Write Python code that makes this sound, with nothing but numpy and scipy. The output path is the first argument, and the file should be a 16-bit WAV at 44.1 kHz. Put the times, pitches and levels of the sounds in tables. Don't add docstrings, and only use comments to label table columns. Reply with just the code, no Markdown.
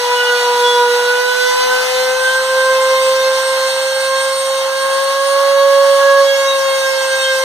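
import sys
import numpy as np
from scipy import signal
from scipy.fft import rfft, irfft, next_fast_len
from scipy.io import wavfile
from scipy.ndimage import uniform_filter1d, minimum_filter1d, map_coordinates

SR = 44100
rng = np.random.default_rng(int(sys.argv[2]) if len(sys.argv) > 2 else 0)


def digitize_waveform(pressure):
    field = np.atleast_2d(pressure).T
    bounded = np.clip(field, -1, 1)
    quanta = np.round(bounded * 32767).astype(np.int16)
    wavfile.write(sys.argv[1], SR, quanta)


N = 328085

# time in seconds, speed in turns a second.
SPINDLE_SPEED = [(0.0, 489), (0.22, 489.4), (0.53, 486), (0.67, 486.8), (0.89, 484.5), (1.48, 500),
                 (1.56, 502), (2.41, 522), (3.62, 527.4), (4.34, 535), (4.73, 535), (4.85, 538),
                 (5.38, 551.8), (5.84, 552.9), (6.2, 552.0), (6.39, 547), (6.89, 534), (7.43, 528)]
# time in seconds, level in dB.
HUM_LEVEL = [(0.0, -20), (0.88, -14), (1.22, -18), (1.44, -15.7), (1.93, -18), (2.02, -15.8), (2.38, -19.5),
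             (2.59, -14.5), (2.96, -13.5), (3.25, -13.5), (3.44, -18), (5.16, -17.5), (5.44, -11.2),
             (5.92, -9), (6.22, -9.5), (6.37, -14), (7.15, -18.5), (7.43, -16.5)]
# time in seconds, left over right in dB, left lead in radians.
HUM_PLACE = [(0.0, 3.5, -0.7), (0.9, -2.5, 0), (1.15, -0.5, -0.9), (1.4, -14.5, -3), (1.56, 1, -3),
             (1.85, 7, -5), (2.02, 2, -5.5), (2.28, 9, -5.5), (2.45, -0.5, -6), (4.35, -3.0, -6.5),
             (4.85, -2.0, -5.5), (5.0, 7, -5.5), (5.22, -5, -6), (6.36, -3, -6), (6.67, 5.5, -5.5),
             (6.93, -5, -5.5), (7.43, 2, -6)]
# time in seconds, lift of the upper orders in dB.
BITE = [(0, 1), (.3, 2.5), (1, 0), (1.5, 3.5), (1.9, 2), (2.3, -2.5), (3, 1), (3.9, -1), (4.2, 0.5),
        (5, -5), (5.6, -3), (6.1, -3), (6.35, 2.5), (6.9, 2), (7.4, 3)]
# multiple of the speed, level in dB before the bite's lift.
BUZZ_ORDERS = [(5, -33.5), (9, -37), (10, -38), (11, -38.5), (12, -39), (13, -42.5), (14, -44.5), (15, -47),
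               (17, -55), (18, -52), (19, -58), (20, -56), (21, -55), (22, -52), (23, -54), (24, -51),
               (25, -54), (26, -57)]
# multiple of the speed, resting level in dB, dB per dB of bite.
SQUEAL_ORDERS = [(4, -33, 1.1), (6, -34, .5), (7, -34, 1), (8, -32.5, 0.1)]
# start in seconds, length in seconds, multiple of the speed, rise in dB at full swell.
SQUEALS = [(0, 0.21, 2, 8), (.12, 0.22, 6, 9.5), (.17, 0.22, 3, 7.5), (0.405, 0.5, 2, 7),
           (.6, 0.21, 7, 11.5), (0.636, .46, 3, 3.5), (1.05, .43, 3, 6.5), (1.2, 0.45, 8, 4.5),
           (1.52, .22, 2, 3.5), (1.68, 0.21, 3, 5.5), (2.18, 0.26, 3, 10), (2.25, 0.12, 6, 10),
           (2.48, 0.3, 3, 7.5), (2.639, 0.49, 2, 2.5), (2.66, 0.38, 4, 6), (3.42, 0.27, 4, 2),
           (3.4, 0.82, 8, 4.5), (4.07, .15, 2, 5), (4.1, 0.48, 16, 3.5), (4.8, 0.71, 2, 3.5),
           (4.89, .24, 16, 3.5), (5.97, .26, 3, 7.5), (6.08, .19, 2, 5.5), (6.18, 0.23, 4, 2),
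           (6.24, 0.19, 6, 9.5), (6.43, 0.17, 7, 10), (7.08, .35, 3, 4), (7.1, 0.25, 7, 7),
           (7.2, .15, 6, 8)]
# start in seconds, length in seconds, multiple of the speed, depth in dB at full swell.
LULLS = [(-.05, .18, 3, 7), (1.303, .2, 2, 6), (1.5, .4, 7, 6), (1.756, 0.56, 2, 4.5), (1.791, 0.19, 3, 8),
         (2.362, 0.29, 16, 4.5), (2.6, 1.98, 5, 3), (3.02, 0.17, 3, 6.5), (3.05, .28, 16, 5),
         (3.67, 0.4, 2, 8.5), (4.266, 0.47, 3, 8), (4.95, .4, 4, 6), (6.19, .1, 3, 9), (6.24, .16, 2, 11),
         (6.22, 0.19, 16, 12), (6.9, 0.64, 2, 3)]
# blade pitch in Hz, level in dB, left over right in dB.
HOUSING = [(7750, -44, -1), (7850, -43, -4), (8370, -28.5, 2), (8300, -29, -5), (8726, -33, 5),
           (8760, -29, 7), (8860, -40.5, 13)]
# multiple of the speed, level in dB.
BEARING_TONES = [(2.6, -50), (3.6, -47), (4.601, -80), (5.6, -41.5), (6.6, -55), (7.6, -43.5)]
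# time in seconds, lift of roar and hiss alike in dB.
TORN_WOOD = [(0, 0), (0.9, -0.2), (1.8, 1.1), (2.8, -0.4), (3.8, 0), (4.1, -2), (4.7, -1.7), (4.9, -0.5),
             (5.75, -0.5), (5.95, 0.5), (6.5, -1.5), (7.43, -1.9)]
# frequency in Hz, relative level in dB.
ROAR_COLOUR = [(100, -47), (320, -25.5), (480, -10.5), (660, -10.5), (760, -6.5), (910, 1.5), (1130, -7),
               (1400, -3.5), (1900, -8), (2800, -14.5), (6000, -60)]
HISS_COLOUR = [(200, -70), (500, -37), (1300, -37), (2100, 0.5), (2430, -7.5), (2750, -0.5), (4300, -1.5),
               (5500, -3), (7000, -8.5), (9000, -7.5), (11000, -14.5), (13500, -16), (15000, -24),
               (15600, -32)]
RUMBLE_COLOUR = [(25, -13), (60, -12.5), (120, -3), (230, -2), (350, -2.5), (800, -40), (3000, -70)]
# start in seconds, length in seconds, gain on the chatter tones in dB at full swell.
CHATTER_BURSTS = [(0.273, 0.32, -36.5), (.7, 0.22, -40), (1.586, 0.597, -33)]
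# multiple of the speed, level in dB before the burst's gain.
CHATTER_TONES = [(.5, -21), (1.5, -1.5), (2.5, -2), (3.5, -6), (4.5, -9), (5.5, -7)]
# frequency in Hz, strength from 0 to 1.
LIKENESS = [(150, 0.2), (550, 0.97), (740, 0.91), (1400, 1), (1950, 0.83), (2450, 1), (3700, 0.78),
            (5000, 0.85), (7550, 0.72), (8700, 0.26), (10200, 0.21), (15000, .15)]
# frequency in Hz, left over right in dB.
BALANCE_DB = [(600, -0.5), (900, 0), (1600, -2), (2450, -0.5), (3300, -1), (5000, -0.2), (9000, -0.6),
              (11000, -4), (14000, -8)]

FREE_SPEED_HZ = 560.4
FAN_BLADES = 16
SECOND_DB, SECOND_PER_HUM, SECOND_PER_BITE = -23, 0.68, -0.2
THIRD_DB, THIRD_PER_BITE = -25, .15
SWELL_ATTACK_S, SWELL_RELEASE_S = .05, 0.065
ROAR_DB, HISS_DB, HISS_PER_SAG = -26.5, -25, 0.011
GANTRY_DB, GANTRY_PER_SAG, GANTRY_PER_HUM = -58, .065, 0.34
CHATTER_REST_DB, CHATTER_PER_SAG = -60.5, .22
FIRST_HOLLOW_HZ, RIPPLE_HZ, AGREE_HZ = 2410, 2570, 1345
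TOP_HZ = 15400
HALF_SPLIT = np.array([[.5], [-.5]])


def amp(db):
    return 10 ** (np.asarray(db) / 20)


def unit(x):
    return x / np.sqrt(np.mean(np.abs(x) ** 2) + 1e-20)


def along(points, hz):
    f, v = np.transpose(points)
    return np.interp(np.log(hz + 1), np.log(f + 1), v)


def curves(rows):
    s, *cols = np.transpose(rows)
    return [np.interp(np.arange(N) / SR, s, c) for c in cols]


def wobble(rate, size=32):
    coarse = np.arange(0, N + size, size)
    knots = rng.standard_normal(int(N * rate / SR) + 4)
    smooth = map_coordinates(knots, [coarse * rate / SR])
    return np.interp(np.arange(N), coarse, smooth)


def flutter(rate):
    return unit(wobble(rate) + 1j * wobble(rate))


def filtered(x, response):
    m = next_fast_len(N + SR // 4)
    return irfft(rfft(x, m) * response(np.fft.rfftfreq(m, 1 / SR)), m)[..., :N]


def placed(pan_db):
    gains = amp(HALF_SPLIT * pan_db)
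    return gains / np.sqrt(np.mean(gains ** 2, axis=0))


def swell(start, length):
    t = np.arange(N) / SR - start
    return np.clip(np.minimum(t / SWELL_ATTACK_S, (length - t) / SWELL_RELEASE_S), 0, 1)


def squeal_db(order):
    rise = sum(db * swell(start, length) for start, length, k, db in SQUEALS if k == order)
    drop = sum(db * swell(start, length) for start, length, k, db in LULLS if k == order)
    return rise - drop


def mid_side(hz):
    period = np.where(hz < FIRST_HOLLOW_HZ, 2 * (FIRST_HOLLOW_HZ - AGREE_HZ), RIPPLE_HZ)
    swing = -np.cos(2 * np.pi * np.maximum((hz - FIRST_HOLLOW_HZ) / period, -.5))
    alike = np.clip(along(LIKENESS, hz), 0, .995) * swing
    return np.sqrt([(1 + alike) / 2, (1 - alike) / 2])


def rush(spectrum, patchy_db):
    z = signal.stft(rng.standard_normal((2, N)), nperseg=512)[2]
    field = uniform_filter1d(rng.standard_normal(z.shape[1:]), size=6, axis=0)
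    field = uniform_filter1d(field, size=10, axis=1)
    pair = signal.istft(z * amp(patchy_db * unit(field)), nperseg=512)[1][:, :N]
    mid, side = filtered(pair, lambda hz: amp(along(spectrum, hz)) * mid_side(hz))
    return unit(np.array([mid + side, mid - side]))


def tone(multiple, speed, angle, scatter, rate, rasp):
    reflected = .15
    mid_gain, side_gain = mid_side(multiple * speed)
    mid_gain = np.sqrt(mid_gain ** 2 + reflected * side_gain ** 2)
    side_gain = np.sqrt(1 - reflected) * side_gain
    mid = mid_gain * unit(1 + scatter * flutter(rate))
    side = side_gain * unit(1j * rng.choice([-1, 1]) + scatter * flutter(rate))
    carrier = np.exp(1j * multiple * angle + 2j * np.pi * rng.random())
    carrier = carrier * unit(1 + rasp * flutter(90))
    return np.sqrt(2) * (np.array([mid + side, mid - side]) * carrier).real


def hum(speed, angle):
    hum_db, = curves(HUM_LEVEL)
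    bite_db, = curves(BITE)
    pan_db, lead = curves(HUM_PLACE)
    louder_db = hum_db - hum_db.mean()
    second_db = SECOND_DB + SECOND_PER_HUM * louder_db + SECOND_PER_BITE * bite_db + squeal_db(order=2)
    third_db = THIRD_DB + THIRD_PER_BITE * bite_db + squeal_db(order=3)
    left_right = np.sqrt(2) * placed(pan_db) * np.cos(angle + HALF_SPLIT * lead)
    first = amp(hum_db + 0.42 * wobble(38) + 0.71 * wobble(14)) * left_right
    second = tone(2, speed, angle, scatter=0.19, rate=18, rasp=0.095)
    second = amp(second_db + .9 * wobble(22)) * second
    third = tone(3, speed, angle, scatter=0.25, rate=22, rasp=0.14)
    third = amp(third_db + 1.3 * wobble(22)) * placed(pan_db=-1.0) * third
    return first + second + third


def bit(speed, angle):
    bite_db, = curves(BITE)
    squeal = 0
    for k, db, per_bite in SQUEAL_ORDERS:
        level_db = db + per_bite * bite_db + squeal_db(order=k) + 1.3 * wobble(24)
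        squeal = squeal + amp(level_db) * tone(k, speed, angle, scatter=0.4, rate=24, rasp=0.21)
    buzz = sum(amp(db) * tone(k, speed, angle, scatter=0.9, rate=24, rasp=0.39) for k, db in BUZZ_ORDERS)
    grain = wobble(22)
    return amp(1.2 * grain) * squeal + amp(bite_db + 0.64 * grain) * buzz


def motor(speed, angle):
    hz, levels_db, pans_db = np.transpose(HOUSING)
    pitch = FAN_BLADES * speed
    blades = tone(FAN_BLADES, speed, angle, scatter=0.3, rate=30, rasp=0.3)
    level_db = np.interp(pitch, hz, levels_db) + squeal_db(order=FAN_BLADES) + 2.1 * wobble(13)
    whistle = amp(level_db) * placed(np.interp(pitch, hz, pans_db)) * blades
    bearing = sum(amp(db) * tone(k, speed, angle, scatter=0.6, rate=6.6, rasp=0.26)
                  for k, db in BEARING_TONES)
    return whistle + bearing


def air_and_chips(sag, angle):
    cut_db, = curves(TORN_WOOD)
    roar = amp(ROAR_DB + cut_db + 0.88 * wobble(14)) * rush(ROAR_COLOUR, patchy_db=0.6)
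    hiss_db = HISS_DB + cut_db + HISS_PER_SAG * sag + 0.73 * wobble(20)
    hiss = amp(hiss_db) * rush(HISS_COLOUR, patchy_db=0.83)
    return roar + hiss * (1 + 0.032 * np.cos(angle))


def gantry(sag):
    hum_db, = curves(HUM_LEVEL)
    shaken_db = GANTRY_PER_SAG * sag + GANTRY_PER_HUM * (hum_db - hum_db.mean())
    return amp(GANTRY_DB + shaken_db + 1.6 * wobble(5.5)) * rush(RUMBLE_COLOUR, patchy_db=1)


def chatter(speed, sag, angle):
    halves = sum(amp(db) * tone(k, speed, angle, scatter=0.55, rate=9.95, rasp=.12)
                 for k, db in CHATTER_TONES)
    faint = amp(CHATTER_REST_DB + CHATTER_PER_SAG * sag)
    bursts = sum(amp(db) * swell(start, length) for start, length, db in CHATTER_BURSTS)
    return (faint + bursts) * halves


def scene():
    speed = curves(SPINDLE_SPEED)[0] + 0.25 * wobble(14)
    sag = FREE_SPEED_HZ - speed
    angle = 2 * np.pi * np.cumsum(speed) / SR
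    tones = hum(speed, angle) + bit(speed, angle) + motor(speed, angle)
    noises = air_and_chips(sag, angle) + gantry(sag)
    return tones + noises + chatter(speed, sag, angle)


def limiter(x):
    needed = 1 / np.maximum(np.abs(x).max(axis=0) / .995, 1)
    return x * uniform_filter1d(minimum_filter1d(needed, size=441), size=441)


def record(dry):
    heard = filtered(dry, lambda hz: amp(HALF_SPLIT * along(BALANCE_DB, hz)))
    return filtered(limiter(heard), lambda hz: hz < TOP_HZ)


dry = scene()
out = record(dry)
digitize_waveform(out)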